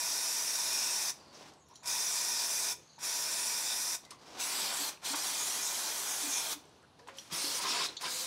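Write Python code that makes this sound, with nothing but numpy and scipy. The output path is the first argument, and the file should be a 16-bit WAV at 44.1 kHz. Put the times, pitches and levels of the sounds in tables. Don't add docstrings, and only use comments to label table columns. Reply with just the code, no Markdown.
import sys
import numpy as np
from scipy import signal
from scipy.fft import rfft, irfft, next_fast_len
from scipy.io import wavfile
from scipy.ndimage import uniform_filter1d

SR = 44100
rng = np.random.default_rng(int(sys.argv[2]) if len(sys.argv) > 2 else 0)


def to_linear_factor(level_db):
    exponent = np.asarray(level_db, float) / 20
    return 10 ** exponent


def unload_audio(sound):
    columns = np.transpose(np.atleast_2d(sound))
    steps = np.round(np.clip(columns, -1, 1) * 32767)
    wavfile.write(sys.argv[1], SR, steps.astype(np.int16))


N = 364266
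SIZE = next_fast_len(N)
HZ = np.maximum(np.fft.rfftfreq(SIZE, 1 / SR), 1)
TIME = np.arange(N) / SR


def rms_one(x):
    return x / np.sqrt(np.mean(x ** 2) + 1e-20)


def butter(x, order, hz, kind="low"):
    return signal.sosfilt(signal.butter(order, hz, kind, fs=SR, output="sos"), x)


def at_hz(points):
    hz, level_db = np.transpose(points)
    return to_linear_factor(np.interp(np.log(HZ), np.log(hz), level_db))


def bump(hz, centre_hz, octaves):
    return np.exp(-.5 * (np.log2(hz / centre_hz) / octaves) ** 2)


def drift(rate_hz):
    r = np.exp(-80 * np.pi * rate_hz / SR)
    slow = signal.lfilter([1], [1, -2 * r, r * r], rng.standard_normal(N // 40 + 2002))[2000:]
    return np.interp(np.arange(N) / 40, np.arange(len(slow)), rms_one(slow))


def noise(gain):
    return rms_one(irfft(rfft(rng.standard_normal(SIZE)) * gain, SIZE)[:N])


def gate(t0, t1, fade_s):
    return np.clip(np.minimum(TIME - t0, t1 - TIME) / fade_s + 1, 0, 1)


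def passes(table):
    t = TIME[::44]
    flank_power = 2.6
    total_db = sum(level_db * np.exp(-np.abs((t - s) / half_s) ** flank_power) for s, half_s, level_db in table)
    return np.interp(TIME, t, total_db)


def whistles(table, fade_s, steady, blur):
    out = np.zeros(N)
    for t0, t1, start_hz, end_hz, level_db in table:
        on = slice(max(round((t0 - fade_s) * SR), 0), round((t1 + fade_s) * SR))
        t = TIME[on]
        wobble = butter(rng.standard_normal(SR), 4, blur * np.sqrt(start_hz))[-len(t):]
        strength = (steady + rms_one(wobble)) / np.hypot(steady, 1)
        phase = 2 * np.pi * np.cumsum(np.interp(t, [t0, t1], [start_hz, end_hz])) / SR
        out[on] += to_linear_factor(level_db + 1.5) * gate(t0, t1, fade_s)[on] * strength * np.sin(phase)
    return out


# Hz, level in dB per Hz.
STREET = [(15, -51.5), (25, -31.5), (75, 6.5), (154, 5), (438, -0.5), (749, -1), (1000, 0.5), (1310, -7.5),
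          (2180, -13), (4380, -9), (6040, -37), (9770, -19), (12000, -30.5), (16000, -33)]
# Hz, level in dB.
MAINS_HUM = [(150, -77)]


def street():
    out = to_linear_factor(-65 + 0.72 * drift(2.5)) * noise(at_hz(STREET))
    for hz, level_db in MAINS_HUM:
        out += np.sqrt(2) * to_linear_factor(level_db + 2.2 * drift(3.25)) * np.sin(2 * np.pi * hz * TIME)
    return out


# press in seconds, release in seconds, flow in dB, opening time in seconds,
# lift of the thin air in dB.
BURSTS = [
    (-.1, 1.121, -34.5, .04, 0),
    (1.832, 2.743, -34.5, 0.044, 0.5),
    (2.986, 3.974, -35, 0.055, 0),
    (4.367, 4.914, -36, 0.035, -1.5),
    (5.017, 6.552, -37, 0.042, 0.5),
    (7.3, 7.88, -37.5, 0.03, 3),
    (7.995, 8.4, -41, 0.027, 5.5),
]
AIM = [0, 0, 0, 1, 1, 2, 2]


def burst_at(s):
    press_s = np.transpose(BURSTS)[0]
    return np.maximum(np.searchsorted(press_s - .02, s) - 1, 0)


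# Hz, level in dB per Hz.
AT_FITTING = [(88, -51), (150, -25.5), (550, -16), (948, -10.5), (1290, -12), (2180, -11.5), (2450, -8.5),
              (2920, -15), (5540, -2), (6730, -5), (9540, -7.5), (15500, -18.5)]
ALONG_PIPE = [(88, -52.5), (150, -21), (290, -8.5), (530, -9), (912, -0.5), (1290, -4.5), (2410, -7.5),
              (2860, -8.5), (3350, -2), (5760, -1.5), (10100, -3.5), (15500, -16)]
INTO_FRAME = [(88, -42), (150, -14.5), (519, -6), (607, -9.5), (695, -3.5), (827, -6), (1090, -1),
              (1910, -2.5), (4750, -0.5), (9540, -5.5), (15500, -18)]
# Hz, width in Hz, lift in dB for aims 0, 1 and 2.
UNDERBODY = [(314, 290, 5, 0.5, 3.5), (950, 186, 7.5, 0.5, 3), (1496, 62, 7, 3, -2),
             (657, 70, 4.5, 0.5, 1.5), (1830, 160, 4.5, 0, -4), (2418, 76, 8, 6.5, 1.5),
             (2613, 104, 4.5, 1, 0.5), (3000, 1120, -1, 0.5, -2), (3490, 148, 4.5, -1, 1.5),
             (3696, 140, 7, -2.5, 1), (4500, 580, -4.5, -1.2, 0.5), (5177, 1360, 3.5, -2, 3.5),
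             (5840, 930, 3, 2.5, 0.5), (7500, 250, 1, -0.5, -3), (9400, 460, 4.5, -0.3, 3.5),
             (11160, 760, 3, -1, -1.5)]


def jet_hiss(aim_now):
    hiss = []
    for aim, spectrum in enumerate([AT_FITTING, ALONG_PIPE, INTO_FRAME]):
        lift_db = sum(row[2 + aim] / (1 + (2 * (HZ - row[0]) / row[1]) ** 2) for row in UNDERBODY)
        hiss.append(noise(at_hz(spectrum) * to_linear_factor(lift_db)))
    return np.choose(aim_now, hiss)


# extra path in ms, level in dB.
REFLECTORS = [(.7, -18.5), (1.3, -39), (2.298, -19), (3.698, -9.5), (5.9, -33)]
SWAY_MS = [.03, .1, .12]


def reflect(jet, aim_now):
    heard = jet.copy()
    bright = butter(jet, 2, 2800, "high")
    for path_ms, level_db in REFLECTORS:
        lag = (path_ms + np.array(SWAY_MS)[aim_now] * drift(3)) * SR / 1000
        heard += to_linear_factor(level_db) * np.interp(np.arange(N) - lag, np.arange(N), bright)
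    return rms_one(heard)


# time in seconds, half length in
# seconds, Hz, level in dB.
PARTS = [(0.136, 0.044, 2330.0, -3), (0.159, 0.039, 4470, 6), (0.444, 0.054, 9610.0, 0.5),
         (0.447, 0.052, 7630.0, 3), (0.618, 0.062, 2320, -3), (0.714, 0.044, 3710.0, 3.5),
         (0.826, 0.077, 2590, 8), (0.961, 0.15, 11430.0, -3), (1.928, 0.052, 3600.0, 3.5),
         (2.167, 0.045, 7200.0, 5), (2.177, 0.044, 4440, 5), (2.397, 0.038, 4410.0, 5),
         (3.23, 0.057, 7850.0, 3.5), (3.416, 0.064, 9340.0, 5.5), (3.518, 0.028, 2470.0, 3),
         (3.701, 0.047, 3710.0, 7), (3.828, 0.073, 11430.0, 3), (4.415, 0.0195, 2700.0, 8),
         (4.435, 0.037, 6230.0, 3.5), (4.461, 0.079, 3260, -9), (4.484, 0.097, 2590, 8),
         (4.773, 0.03, 8320.0, 2.5), (4.859, 0.041, 6600.0, 2), (5.06, 0.015, 3250.0, 6),
         (5.172, 0.034, 4670.0, 2), (5.306, 0.079, 2620.0, -3), (5.378, 0.042, 4840, 5),
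         (5.515, 0.059, 4410.0, 0), (5.88, 0.058, 11100.0, 1.5), (6.083, 0.031, 5240.0, 2.5),
         (6.121, 0.043, 4280.0, -9.5), (6.362, 0.063, 2473, 6.5), (7.358, 0.033, 4500, -12),
         (7.488, 0.034, 2330.0, -9.5), (7.717, 0.052, 3500.0, 3), (7.735, 0.079, 2780.0, 2.5),
         (7.84, 0.05, 3000.0, 0),
         (4.429, 0.034, 3900, 8), (4.56, 0.039, 12500, 4), (4.57, 0.041, 4700, 3),
              (4.6, 0.077, 12200, 2), (4.65, 0.26, 4800, 0.5), (4.659, 0.054, 5900, 4),
              (4.775, 0.12, 4960, 3), (4.841, 0.054, 12800, 5), (4.87, 0.026, 10450, 2.5),
              (5.092, 0.039, 9330, 0), (5.117, 0.052, 4300, 3), (5.193, 0.031, 9900, -4),
              (5.21, 0.062, 3700, -3), (5.317, 0.041, 9600, 4), (5.521, 0.062, 12800, 0),
              (5.526, 0.044, 9100, 4), (5.608, 0.116, 5600, 0.5), (5.863, 0.055, 5600, 3),
              (5.875, 0.07, 9100, -4.5), (6.194, 0.065, 13200, -3), (6.255, 0.028, 9600, 2.5),
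              (6.345, 0.063, 4650, -3), (6.5, 0.029, 4700, -7.5), (7.347, 0.0264, 7800, -9),
              (7.46, 0.057, 3990, 5), (7.764, 0.12, 7660, 5), (7.851, 0.025, 13200, -3),
              (8.044, 0.026, 9600, 2), (8.14, 0.041, 5660, -10), (8.147, 0.07, 7000, 4),
              (8.191, 0.045, 4200, 3), (8.202, 0.039, 12800, 4)]
FLICKER_DB = [.7, 1.2, 1.2]


def move_can(heard, boom_db, splash_db, thin_air_db, aim_now):
    whole, out, step_octaves, ring_octaves = rfft(heard, SIZE), 0, 1 / 5, 0.08
    for hz in 150 * 2 ** np.arange(0, 6.9, step_octaves):
        window = np.cos(np.pi / 2 * np.clip(np.log2(HZ / hz) / step_octaves, -1, 1)) ** 2
        move_db = bump(hz, 980, 0.99) * boom_db + bump(hz, 6020, 0.089) * splash_db
        move_db = move_db + bump(hz, 11700, 0.9) * thin_air_db
        near = [(s, half_s, db * bump(hz, part_hz, ring_octaves))
                for s, half_s, part_hz, db in PARTS
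                if abs(np.log2(hz / part_hz)) < 3 * ring_octaves]
        if near:
            move_db = move_db + passes(near)
        flicker_db = (hz / 5000) ** 0.19 * np.array(FLICKER_DB)[aim_now] * drift(14.6)
        out = out + irfft(whole * window, SIZE)[:N] * to_linear_factor(move_db + flicker_db)
    return out


SCATTER_DB = [1.1, 1.4, 1.2]


def scatter(jet):
    hz, s, cells = signal.stft(jet, SR, nperseg=512)
    patches = rng.standard_normal(cells.shape)
    for _ in range(2):
        patches = uniform_filter1d(uniform_filter1d(patches, size=3, axis=0), size=6, axis=1)
    aim = np.array(AIM)[burst_at(s)]
    from_hz = 4500
    depth_db = np.array(SCATTER_DB)[aim] * np.clip(hz / from_hz - .5, 0, 1)[:, None]
    return signal.istft(cells * to_linear_factor(depth_db * rms_one(patches)), SR, nperseg=512)[1][:N]


# time in seconds, half length in seconds, flow in dB.
SURGES = [(.86, .22, 2), (1.866, .009, -3), (2.42, 0.03, 2.5), (3.39, 0.24, 2.2), (4.63, 0.079, 5.5),
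          (4.81, 0.036, 3.5), (5.074, 0.051, 3), (5.28, 0.088, 2.5), (5.53, 0.32, 2), (5.664, 0.047, -3),
          (6.38, 0.043, 1), (6.525, 0.021, 7), (7.33, 0.026, 3.5), (7.605, 0.015, -8), (7.76, 0.13, 6),
          (8.062, 0.018, 9.5)]
# time in seconds, half length in seconds, air lost in dB.
HOLLOWS = [
    (4.42, 0.067, 0),
    (4.718, 0.0122, 3),
    (5.145, 0.007, 12),
    (7.605, 0.0094, 7),
    (7.655, 0.018, 6),
    (7.76, 0.098, 5.5),
    (7.83, 0.035, 3),
    (8.055, 0.0382, 9),
]
# time in seconds, half length in seconds, splash in dB.
PIPES = [(.75, 0.16, 0.5), (1.87, 0.019, -6), (2.63, 0.078, 0), (3.45, 0.42, -3.5), (4.66, 0.16, -7),
         (4.77, 0.022, -0.5), (5.274, .06, -6), (5.4, 0.06, -1), (5.66, 0.046, 9.5), (5.9, 0.07, 3),
         (6.12, 0.061, 7.5), (6.36, 0.053, 11), (7.325, 0.022, -4), (7.85, 0.0195, 4.5)]


def spray():
    press_s, release_s, full_db, opening_s, air_db = np.transpose(BURSTS)
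    now = burst_at(TIME)
    aim_now = np.array(AIM)[now]
    valve = sum(gate(t0, t1, fade_s=0.00174) for t0, t1 in zip(press_s, release_s))
    surge_db, hollow_db = passes(SURGES), passes(HOLLOWS)
    cracked_open_db, closing_db, closing_s = -19, -14.5, 0.02
    weak_db = cracked_open_db * np.clip(1 - (TIME - press_s[now]) / opening_s[now], 0, 1)
    sag_db = closing_db * np.clip(1 - (release_s[now] - TIME) / closing_s, 0, 1)
    flow_db = full_db[now] + weak_db + sag_db + surge_db
    boom_db = -0.522 * weak_db - 1.015 * surge_db + 0.97 * hollow_db
    thin_air_db = air_db[now] + 0.63 * weak_db - 0.99 * surge_db - hollow_db
    heard = reflect(jet_hiss(aim_now), aim_now)
    jet = move_can(heard, boom_db, passes(PIPES), thin_air_db, aim_now)
    droplets_db = 0.43 * drift(83)
    return scatter(jet * valve * to_linear_factor(flow_db + droplets_db))


def garage(x):
    t60_s, top_t60_s, wall_cut_hz, level_db = 0.31, 0.19, 4100, -11.5
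    t = TIME[:SR // 2]
    white = rng.standard_normal(len(t))
    low = butter(white, 1, wall_cut_hz)
    echoes = low * to_linear_factor(-60 * t / t60_s) + (white - low) * to_linear_factor(-60 * t / top_t60_s)
    echoes *= np.clip(t / 0.00722 - .5, 0, 1)
    return to_linear_factor(level_db) * signal.fftconvolve(x, echoes / np.sqrt(np.sum(echoes ** 2)))[:N]


# time in seconds, low edge in Hz, high edge in Hz, level in dB.
SLIPS = [(.025, 10460, 11500, -63), (.396, 4380, 5200, -49), (.605, 7030, 8770, -41),
         (2.022, 4230, 5400, -45), (2.022, 6100, 8300, -45.5), (5.203, 4300, 5240, -47.5),
         (5.203, 8500, 9600, -48), (5.412, 10320, 11500, -52.5), (6.062, 4200, 5240, -52),
         (6.062, 9600, 11200, -51.5), (6.224, 9060, 10300, -47), (6.224, 13100, 15200, -59.5),
         (6.364, 11200, 12340, -52)]


def slips():
    half = 1024
    around = np.arange(-half, half)
    out = np.zeros(N)
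    for s, low_hz, high_hz, level_db in SLIPS:
        puff = rms_one(butter(rng.standard_normal(2 * half), 6, [low_hz, high_hz], "band"))
        out[round(s * SR) + around] += to_linear_factor(level_db) * puff * np.cos(np.pi / 2 * around / half)
    return out * [[1], [-1]]


# start in seconds, end in seconds, glove in dB, sleeve in dB, swell in dB per s.
RUBS = [(1.166, 1.325, -65.5, -61, 2), (1.34, 1.497, -57.5, -58, -10), (1.52, 1.66, -64.5, -58.5, -125),
        (1.71, 1.84, -68, -66.5, -55), (2.804, 2.99, -69.5, -90, -3.5), (4.04, 4.1, -65, -60, -125),
        (4.115, 4.173, -59, -60, -170), (4.203, 4.378, -63, -60.5, 69.5), (4.929, 4.985, -49, -54.5, -300),
        (4.999, 5.028, -65, -66, 110), (6.58, 6.98, -64.5, -63, -28), (6.999, 7.064, -65, -62, -105),
        (7.088, 7.147, -62, -57.5, -84.5), (7.155, 7.31, -58.5, -64.5, -14),
        (7.897, 8.01, -51, -54.5, -105)]
# Hz, level in dB per Hz.
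GLOVE = [(820, -9), (1400, 2), (1830, 0.5), (3740, 0.5), (5790, 0.5), (7130, -5), (11700, -17),
         (15000, -25.5)]
# Hz, level in dB per Hz.
SLEEVE = [(120, -21.5), (200, -9), (290, -3), (555, -5.5), (1040, -5), (1500, -15.5), (1950, -31.5),
          (3300, -120)]


def rustle():
    glove, sleeve = 0, 0
    for t0, t1, glove_db, sleeve_db, swell_db_per_s in RUBS:
        swell_db = swell_db_per_s * np.clip(TIME - t0, 0, t1 - t0)
        moving = gate(t0, t1, fade_s=0.035)
        glove = np.maximum(glove, moving * to_linear_factor(glove_db + swell_db))
        sleeve = np.maximum(sleeve, moving * to_linear_factor(sleeve_db + 0.82 * swell_db))
    grain = to_linear_factor(0.87 * drift(58) + 0.98 * drift(18))
    return grain * (glove * noise(at_hz(GLOVE)) + sleeve * noise(at_hz(SLEEVE)))


# start in seconds, end in seconds, start Hz, end Hz, level in dB.
SMALL_BIRDS = [(1.19, 1.33, 4800, 4500, -64), (1.565, 1.6, 8200, 7900, -75.5),
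               (1.59, 1.63, 7600, 7300, -74), (1.61, 1.693, 6600, 6800, -70.5),
               (1.665, 1.71, 5760, 5470, -72), (1.715, 1.763, 5640, 6550, -67.5),
               (1.75, 1.84, 6900, 6900, -65), (1.717, 1.84, 3900, 4080, -72.5),
               (2.78, 2.98, 6360, 6440, -65.5), (2.89, 2.97, 4400, 4240, -64),
               (4.19, 4.36, 4700, 6200, -67), (6.6, 6.8, 6100, 6030, -78.5)]
# start in seconds, end in seconds, start Hz, end Hz, level in dB.
DOVE = [
    (7.0, 7.08, 439, 508, -63.5),
    (7.11, 7.2, 542, 543, -58.5),
    (7.38, 7.62, 542, 534, -56),
    (8.1, 8.26, 506, 522, -56),
]


def birds():
    chirps = whistles(SMALL_BIRDS, fade_s=0.021, steady=0.41, blur=5.2)
    return chirps + whistles(DOVE, fade_s=0.018, steady=1.9, blur=0.85)


# time in seconds, crack in dB, centre in Hz, T60 in seconds, width in octaves.
TICKS = [(1.485, -53, 3800, 0.054, 1.2), (1.536, -59, 5500, 0.049, 1.05), (1.685, -64, 5870, 0.062, 2.2),
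         (1.345, -54, 5400, 0.26, .4), (6.762, -72, 5000, .03, 1.8), (6.988, -72, 8500, .05, .8),
         (1.756, -56, 6000, 0.063, 1.4), (1.756, -52, 4250, 0.066, 0.16), (1.756, -51, 5800, 0.089, 0.116),
         (1.832, -56, 6000, .09, 1.55), (1.858, -39, 6000, .07, 1.2), (2.99, -54.5, 5000, 0.093, 1.87),
         (4.05, -53.5, 5000, 0.057, 1.64), (4.107, -46, 4500, 0.065, 1.6),
         (4.107, -48.5, 9300, 0.057, 0.23), (5.135, -39, 1000, 0.092, 0.87),
         (4.111, -46.5, 1060, 0.15, 0.33), (6.827, -60, 1350, 0.05, 0.7), (6.991, -60, 4500, 0.072, 0.51),
         (7.008, -76, 7000, 0.053, 1.3), (7.072, -52, 1800, 0.054, 2.3), (7.077, -56, 7000, 0.079, 0.93),
         (7.086, -47.5, 1200, 0.17, 2.2), (7.17, -57, 6500, 0.74, 1.33), (7.185, -47, 4500, 0.05, 2.17),
         (7.968, -40.5, 3830, 0.076, 0.37), (7.968, -48, 6400, 0.069, 0.25),
         (8.01, -41.5, 4000, 0.069, 2.1)]


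def ticks():
    out, t = np.zeros(N), TIME[:SR // 4]
    for s, crack_db, hz, t60_s, octaves in TICKS:
        half_width = 2 ** (octaves / 2)
        edges_hz = [hz / half_width, min(hz * half_width, .45 * SR)]
        crack = butter(rng.standard_normal(len(t)), 2, edges_hz, "band")
        start = round(s * SR)
        out[start:start + len(t)] += rms_one(crack) * to_linear_factor(crack_db - 60 * t / t60_s)
    return out


def ring(s, peak_db, hz, t60_s):
    out, start = np.zeros(N), round(s * SR)
    t = np.arange(min(round(1.3 * t60_s * SR), N - start)) / SR
    cluster = np.sin(2 * np.pi * hz * t)
    cluster += 0.3 * np.sin(2 * np.pi * .953 * hz * t)
    cluster += 0.25 * np.sin(2 * np.pi * 0.95 * hz * t)
    out[start:start + len(t)] = to_linear_factor(peak_db + 5.0 - 60 * t / t60_s) * (1 - np.exp(-2 * hz * t)) * cluster
    return out


# time in seconds, peak in dB, Hz, T60 in seconds.
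KNOCKS = [(1.41, -44, 600, .01), (1.41, -50, 850, .012), (1.756, -60.5, 3245, .04), (1.756, -64, 9550, .05),
          (1.826, -57, 1000, .04), (2.981, -54, 900, .06), (4.05, -54.5, 3920, .027),
          (4.055, -67.5, 2061, .76), (4.107, -52.5, 5210, .04), (4.107, -57, 4350, .051),
          (4.974, -56.5, 2600, .02), (5.14, -47.5, 950, .068), (5.14, -45, 1557, .06),
          (5.14, -46.5, 662, .079), (6.652, -57, 400, .03), (6.74, -65, 801, .069), (6.755, -63, 420, .039),
          (6.995, -64.5, 1788, .05), (7.0, -61, 986, .09), (7.03, -67.5, 1698, .08),
          (7.072, -51, 900, .029), (7.085, -42, 990, .02), (7.086, -43.5, 2600, .004),
          (7.185, -42.5, 3210, .028), (7.186, -44, 5800, .029), (7.187, -55, 4310, .097),
          (7.188, -58.5, 3443, .098), (7.193, -48.5, 5766, .073), (7.32, -44.5, 169, .056),
          (7.322, -52.5, 110, .08), (7.323, -47.5, 300, .042), (7.44, -44, 301, .047),
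          (7.888, -40, 4090, .042), (7.967, -50, 3000, .012), (7.968, -50, 3526, .077),
          (7.968, -47, 4390, .077), (7.968, -49, 6380, .055), (7.968, -51.5, 7030, .05),
          (7.969, -48.5, 3880, .09), (7.969, -54.5, 6000, .09)]
# time in seconds, peak in dB.
DRIPS = [
    (6.654, -60.5),
    (6.693, -62),
    (6.828, -66.5),
]
# start in seconds, length in seconds, start Hz, end Hz, level in dB.
THUMPS = [(4.805, .016, 292.2, 286.4, -48), (5.108, 0.042, 262, 302, -47), (6.238, 0.024, 292, 292, -47.5),
          (6.278, 0.012, 273, 268.6, -47), (6.557, 0.0274, 297, 290, -54), (7.439, 0.0126, 364.4, 350, -48),
          (7.448, 0.034, 283, 283, -54)]


def knocks():
    drags = [(s, s + length_s, *rest) for s, length_s, *rest in THUMPS]
    out = whistles(drags, fade_s=.012, steady=2.6, blur=2.5)
    drops = [(s, peak_db, 8200, 0.011) for s, peak_db in DRIPS]
    for strike in KNOCKS + drops:
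        out += ring(*strike)
    return butter(out, 2, 70, "high")


# start in seconds, end in seconds, start Hz, end Hz, level in dB.
CREAKS = [
    (1.705, 1.735, 950, 1006, -59),
    (6.836, 6.848, 1390, 1480, -61),
    (2.775, 2.835, 431.2, 440.7, -62),
]


def creaks():
    return whistles(CREAKS, fade_s=.012, steady=0.79, blur=4.8)


# start in seconds, end in seconds, start Hz, end Hz, level in dB.
EDGES = [(2.388, 2.418, 5000, 4813, -38.5), (4.41, 4.552, 2330, 1980, -51), (4.71, 4.729, 1430, 1480, -49),
         (4.412, 4.47, 7730, 7800, -42), (4.55, 4.628, 7670, 8040, -43), (4.74, 4.82, 7840, 7720, -42),
         (4.822, 4.882, 4364, 4190, -44), (5.06, 5.132, 7160, 7220, -48), (5.16, 5.2, 4500, 4500, -53),
         (5.383, 5.47, 6430, 7050, -40.5), (6.299, 6.398, 6200, 6210, -44), (7.587, 7.606, 916, 980, -48),
         (7.638, 7.685, 1124, 1000, -43.5), (7.64, 7.68, 1300, 1320, -51), (7.746, 7.766, 703, 700, -47),
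         (7.68, 7.71, 5400, 5450, -42), (7.749, 7.762, 957, 970, -42), (7.804, 7.829, 1042, 1057, -40.5),
         (7.783, 7.8, 4770, 4700, -39), (7.815, 7.858, 4990, 5050, -44), (7.44, 7.47, 5215, 4800, -45),
         (7.82, 7.867, 3740, 3948, -41), (8.026, 8.067, 1014, 1018, -43), (8.058, 8.08, 1610, 1610, -43),
         (8.094, 8.26, 3990, 3900, -48)]


def edge_whistles():
    edges = whistles([row for row in EDGES if row[2] > 1700], fade_s=.018, steady=0.35, blur=4.2)
    hollows = whistles([row for row in EDGES if row[2] < 1700], fade_s=.012, steady=1.2, blur=3)
    return edges + hollows


def scene():
    near = spray() + edge_whistles() + ticks() + knocks()
    mono = near + garage(near) + rustle() + creaks() + birds() + street()
    return np.array([mono, mono])


def drop_faint(x):
    edges_hz, floor_db = np.arange(12900, 16100, 350), -100.5
    hz, _, cells = signal.stft(x, SR, nperseg=2048)
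    for low_hz, high_hz in zip(edges_hz, edges_hz[1:]):
        band = (hz >= low_hz) & (hz < high_hz)
        power = np.sum(np.abs(cells[band]) ** 2, axis=0) * 4 / 3
        cells[band] *= 10 * np.log10(power + 1e-20) > floor_db
    return signal.istft(cells, SR, nperseg=2048)[1][:N]


def low_pass(x):
    return signal.sosfilt(signal.butter(12, 16930, fs=SR, output="sos"), x)


def record(dry):
    mono = butter(dry.mean(axis=0), 2, 40, "high")
    top_cut_hz = 15730
    band = signal.sosfilt(signal.ellip(12, .5, 80, top_cut_hz, fs=SR, output="sos"), mono)
    return low_pass(drop_faint(band) + slips())


dry = scene()
out = record(dry)
unload_audio(out)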